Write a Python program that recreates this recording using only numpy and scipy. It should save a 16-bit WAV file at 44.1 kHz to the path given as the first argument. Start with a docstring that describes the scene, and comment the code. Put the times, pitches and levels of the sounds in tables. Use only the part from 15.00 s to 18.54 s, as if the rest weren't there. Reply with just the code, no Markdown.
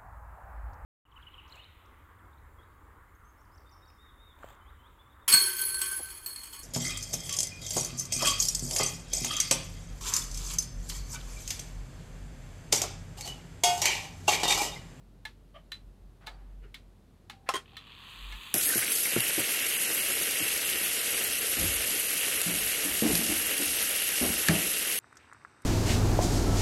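"""A quiet room with hiss, rumble and a low wavering drone holds a pendulum clock in an open wooden case.
Each escapement beat is a chattering blow that rings damped modes, with a crack and a wash of noise.
Fingers nudge the minute hand (swelling resonant noise), and chime rods hum as narrow bands of noise.
A lever slips and lands with two clacks, and the gear train spins up to a whir of rasping teeth."""
import sys
import numpy as np
from scipy import signal
from scipy.fft import rfft, irfft
from scipy.io import wavfile

SR = 44100
rng = np.random.default_rng(int(sys.argv[2]) if len(sys.argv) > 2 else 0)


def waveform_to_disk(signal):
    """Save audio, clipped to [-1, 1], as 16-bit WAV at the path in sys.argv[1]."""
    frames = np.transpose(np.atleast_2d(signal))
    scaled = np.clip(frames, -1, 1) * 32767
    samples = np.round(scaled).astype(np.int16)
    wavfile.write(sys.argv[1], SR, samples)


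def to_linear_factor(level_db):
    """Convert decibel levels (scalar or array-like) to linear amplitude factors."""
    exponent = np.asarray(level_db, float) / 20
    return 10 ** exponent


N = 156114  # length [samples]
ONSET_S = .01  # onset of the rod hums and of the gear train [s]


def evened(x):
    """Normalization of power: scales to an rms of 1."""
    return x / np.sqrt(np.mean(x ** 2) + 1e-20)


def add(mix, start_s, sound):
    """Superposition: sums a sound into the mix at start_s seconds."""
    part = mix[round(start_s * SR):][:len(sound)]
    part += sound[:len(part)]


def coloured(x, points):
    """Spectral shaping: weights x by a curve of (frequency [Hz], level [dB]), then sets its rms to 1."""
    curve_hz, curve_db = np.transpose(points)
    hz = np.fft.rfftfreq(len(x), 1 / SR)
    # straight lines over log frequency
    weight_db = np.interp(np.log(hz + 1), np.log(curve_hz), curve_db, -80, -80)
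    return evened(irfft(rfft(x) * to_linear_factor(weight_db), len(x)))


def resonate(x, hz, width):
    """Simple resonance: one complex pole, of gain 1 at hz and the given width [Hz]."""
    pole = np.exp((2j * np.pi * hz - np.pi * width) / SR)
    return 2 * signal.lfilter([1 - abs(pole)], [1, -pole], x).real


def steep(x, hz, width):
    """Cascaded resonance: two equal passes steepen the skirts."""
    return resonate(resonate(x, hz, width), hz, width)


def fuzz(size, hz, width):
    """Narrow-band noise: a steep resonance driven by white noise, rms 1."""
    return evened(steep(rng.standard_normal(size), hz, width))


def body(x, peaks):
    """Modal superposition: steep resonances of alternating sign add up to a body, rms 1."""
    total = np.zeros(len(x))
    for k, (hz, width, db) in enumerate(peaks):
        total += (-1) ** k * to_linear_factor(db) * steep(x, hz, width)
    return evened(total)


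def swell(level_db, swell_s, t60):
    """Envelope of friction: a smooth rise, then an exponential decay."""
    t = np.arange(SR // 3) / SR
    decay = to_linear_factor(level_db - 60 * np.maximum(t - swell_s, 0) / t60)
    return decay * np.minimum(t / swell_s, 1) ** .6


def blow(peak_db, modes, colour, bass_hz, rise_s, chatter_s, chatter_db, crack_db, crack_s, wash_db, wash_s):
    """Impact excitation: a click with chatter rings damped modes; a grainy crack and a case wash join."""
    vary_db, vary_pitch = 1.5, .007  # no two blows ring the modes alike
    t = np.arange(SR // 2) / SR
    chatter_noise, crack_noise, wash_noise = rng.standard_normal((3, len(t)))
    chatter = chatter_noise ** 3 * to_linear_factor(-60 * (t / chatter_s) ** 2)
    push = to_linear_factor(chatter_db) * chatter / np.linalg.norm(chatter) + (t == 0)

    ring = np.zeros(len(t))
    for hz, db, t60 in modes:
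        u, v = rng.standard_normal(2)
        decay = to_linear_factor(db + vary_db * u - 60 * t / t60)
        ring += decay * np.sin(2 * np.pi * hz * (1 + vary_pitch * v) * t)
    ring = signal.fftconvolve(push, ring)[:len(t)]
    ring /= np.linalg.norm([to_linear_factor(db) for _, db, _ in modes])

    crack = coloured(crack_noise * abs(crack_noise), colour) * to_linear_factor(crack_db - 60 * t / crack_s)
    wash = coloured(wash_noise * np.sqrt(abs(wash_noise)), colour)
    wash = signal.lfilter(*signal.butter(1, 9000, fs=SR), wash)  # the case softens the treble
    wash *= to_linear_factor(wash_db - 60 * t / wash_s)

    sound = to_linear_factor(peak_db) * (ring + crack + wash) * np.minimum(t / rise_s, 1) ** 2
    return signal.lfilter(*signal.butter(2, bass_hz, "high", fs=SR), sound)


def room():
    """Stationary noise and a modulated tone: steady hiss and rumble under a drone that swells."""
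    # spectrum of the hiss and rumble: (frequency [Hz], level [dB])
    noise_colour = [(55, -30), (74, 0), (190, -6), (380, -14), (700, -21), (2200, -33), (4000, -34),
                    (5500, -39), (12500, -41), (15800, -50)]
    # rms level of the drone: (time [s], level [dB])
    drone_level = [(0, -56), (.78, -57), (.89, -47), (.97, -62), (1.05, -48), (1.18, -61), (1.32, -49),
                   (1.62, -44.5), (1.77, -58), (1.87, -53), (2, -63), (3.12, -64), (3.24, -43), (3.36, -42),
                   (3.44, -66)]
    drone_hz, noise_db = 45.8, -59.3
    t = np.arange(N) / SR
    level = np.sqrt(2) * to_linear_factor(np.interp(t, *np.transpose(drone_level)))
    drone = level * np.sin(2 * np.pi * drone_hz * t)
    return drone + to_linear_factor(noise_db) * coloured(rng.standard_normal(N), noise_colour)


def chime_rods():
    """Lightly damped vibration: rods set humming sound as faint, uneven, decaying narrow bands."""
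    # hums: (time [s], frequency [Hz], level [dB], t60 [s])
    hums = [(1.29, 781, -58, .5), (1.28, 4600, -65, .4), (2.32, 781, -59, .8), (2.718, 781, -50, .17)]
    out = np.zeros(N)
    t = np.arange(SR // 2) / SR
    for start_s, hz, db, t60 in hums:
        envelope = to_linear_factor(db - 60 * t / t60) * (1 - np.exp(-t / ONSET_S))
        add(out, start_s, envelope * fuzz(len(t), hz, 45))
    return out


def fingers():
    """Friction excitation: soft nudges on the dial, short rubs and a woody knock as resonant noise."""
    # nudges: (time [s], level [dB], swell [s], fade t60 [s])
    nudges = [(.541, -50, .025, .15), (1.616, -55, .03, .2)]
    # resonances, one list for each nudge: (frequency [Hz], width of each pass [Hz], level [dB])
    nudge_peaks = [
        [(614, 120, -0.5), (1170, 120, -5), (3030, 350, -9)],
        [(398, 70, 3), (1370, 200, -12.5), (2870, 120, -14)],
    ]
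    # rubs and knock: (time [s], centre [Hz], width of each pass [Hz], level [dB], swell [s], fade t60 [s])
    rubs = [(1.205, 1000, 1800, -59, .015, 1.2), (1.27, 720, 400, -53, .012, .3),
            (2.462, 1700, 1100, -50, .022, .1), (3.09, 9000, 4000, -64, .02, .15)]
    out = np.zeros(N)
    for (start_s, *shape), peaks in zip(nudges, nudge_peaks):
        rub = to_linear_factor(-9) * fuzz(SR // 3, 1800, 1600)  # broad noise under the resonances
        resonant = body(rng.standard_normal(SR // 3) ** 3, peaks)
        add(out, start_s, swell(*shape) * (rub + resonant))
    for start_s, hz, width, *shape in rubs:
        add(out, start_s, swell(*shape) * fuzz(SR // 3, hz, width))
    return out


def gears():
    """Periodic impact excitation: teeth rasp into the movement's plates as the train gathers speed."""
    # speed of the train: (time [s], tooth rate [teeth/s])
    tooth_rate = [(2.64, 50), (2.78, 92), (3.1, 164), (3.54, 232)]
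    # gains of the whir: (time [s], level [dB], treble relative to it [dB])
    whir = [(2.635, -64, -28), (2.87, -58, -23), (3.07, -54.5, -17), (3.54, -55.5, -11)]
    # spectrum of the lower part: (frequency [Hz], level [dB])
    low_colour = [(650, -24), (1080, 0), (1500, -11), (1880, -5), (2150, -10), (2570, 0), (3440, 0),
                  (4500, -11), (5200, -30)]
    # treble resonances: (frequency [Hz], width of each pass [Hz], level [dB])
    high_peaks = [(6400, 1400, -1), (8000, 2500, -1), (11300, 1200, -0.5), (12800, 700, 2),
                  (15000, 1300, -4)]
    jitter, uneven_db = .1, 2.5  # spread of tooth timing [tooth periods] and of strength [dB]
    t = np.arange(N) / SR
    rate = np.interp(t, *np.transpose(tooth_rate))

    # a tooth falls wherever the running count of teeth passes its jittered number
    late, strength = rng.standard_normal((1000, 2)).T
    count = np.cumsum(rate * (t > tooth_rate[0][0]) + 1e-6) / SR - 1e-3
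    places = np.interp(np.arange(1000) + jitter * late, count, np.arange(N), right=0).astype(int)
    teeth = np.zeros(N)
    teeth[places] = to_linear_factor(uneven_db * strength)

    drive = []
    # lower part, then treble: decay time of a tooth's rasp [s], steady scrape at full speed
    for tooth_s, scrape in ((.004, 1.5), (.0015, 1.3)):
        rasp = signal.lfilter([1], [1, -np.exp(-1 / (tooth_s * SR))], teeth) / np.sqrt(rate * tooth_s)
        drive.append((rasp + scrape * rate / rate.max()) * rng.standard_normal(N))

    whir_s, db, high_db = np.transpose(whir)
    low = to_linear_factor(np.interp(t, whir_s, db)) * coloured(drive[0], low_colour)
    high = to_linear_factor(np.interp(t, whir_s, db + high_db)) * body(drive[1], high_peaks)
    return (low + high) * np.clip((t - whir_s[0]) / ONSET_S, 0, 1)


def lever():
    """Impact and rebound: the lever slips off with one clack, then lands with another and bounces."""
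    # landing and bounces: (time [s], level [dB])
    landing = [(2.5375, -29.5), (2.5425, -32), (2.554, -31), (2.5635, -33)]
    # modes rung by the slip: (frequency [Hz], level [dB], t60 [s])
    slip_modes = [(800, -3, .06), (1055, 1, .06), (1287, -1, .07), (2650, -3, .04), (3200, -8, .05),
                  (5346, -13, .1), (9388, -12, .04)]
    # modes rung by the landing: (frequency [Hz], level [dB], t60 [s])
    landing_modes = [(398, -3, .14), (1071, -2, .1), (1911, -10, .08), (3117, -6, .08), (3246, -8, .08),
                     (6589, -17, .06), (8759, -15, .07)]
    # spectrum of crack and wash: (frequency [Hz], level [dB])
    noise_colour = [(200, -35), (400, -5), (720, -4), (1100, 0), (3200, -7), (9000, -13), (15800, -25)]
    # strike: (rise [s], chatter t60 [s], chatter [dB], crack [dB], crack t60 [s], wash [dB], wash t60 [s])
    strike = (.0015, .03, 2, 2, .025, -8, .16)
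    bass_hz = 250  # little sound below this
    out = np.zeros(N)
    add(out, 2.4885, blow(-23, slip_modes, noise_colour, bass_hz, *strike))
    for start_s, db in landing:
        add(out, start_s, blow(db, landing_modes, noise_colour, bass_hz, *strike))
    return out


def escapement():
    """Modal ringing under impact: tick and tock alternate, with one light graze just before a beat."""
    # beats, tick and tock in turn: (time [s], level [dB])
    beats = [(.251, -39), (.717, -38), (1.268, -39.5), (1.7415, -41.5), (2.296, -40.5), (2.766, -43),
             (3.321, -44.5)]
    # modes of the tick: (frequency [Hz], level [dB], t60 [s])
    tick = [(880, -3, .12), (1281, -4.5, .08), (1728, 2.5, .08), (2164, 0, .08), (3596, -2, .06),
            (4027, -4, .06)]
    # modes of the tock: (frequency [Hz], level [dB], t60 [s])
    tock = [(1281, -8.5, .08), (1809, -3, .07), (2175, -7, .08), (3150, -4, .05), (3510, -5, .08),
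            (3900, -8, .11), (4000, -5, .13)]
    # spectrum of crack and wash: (frequency [Hz], level [dB])
    noise_colour = [(500, -28), (900, -4), (2000, -1), (4200, -1), (5200, -10), (15800, -20)]
    # strike: (rise [s], chatter t60 [s], chatter [dB], crack [dB], crack t60 [s], wash [dB], wash t60 [s])
    strike = (.0028, .03, 5, 5, .03, -5.5, .18)
    bass_hz = (500, 1300)  # tick and tock hold little under this
    out = np.zeros(N)
    for k, (start_s, db) in enumerate(beats):
        add(out, start_s, blow(db, (tick, tock)[k % 2], noise_colour, bass_hz[k % 2], *strike))
    add(out, 1.263, blow(-48, tock, noise_colour, 2 * bass_hz[1], *strike))  # the graze
    return out


def scene():
    """Linear superposition of room and clock in one channel."""
    mix = room() + chime_rods() + fingers() + gears() + lever() + escapement()
    return mix[None]


def top_cut(x):
    """Nothing passes above the cut-off."""
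    return signal.sosfilt(signal.butter(12, 16110, fs=SR, output="sos"), x)


def record(dry):
    """Passes on the finished mix, which is the dry scene with no further acoustics."""
    return top_cut(dry)


dry = scene()
out = record(dry)
waveform_to_disk(out)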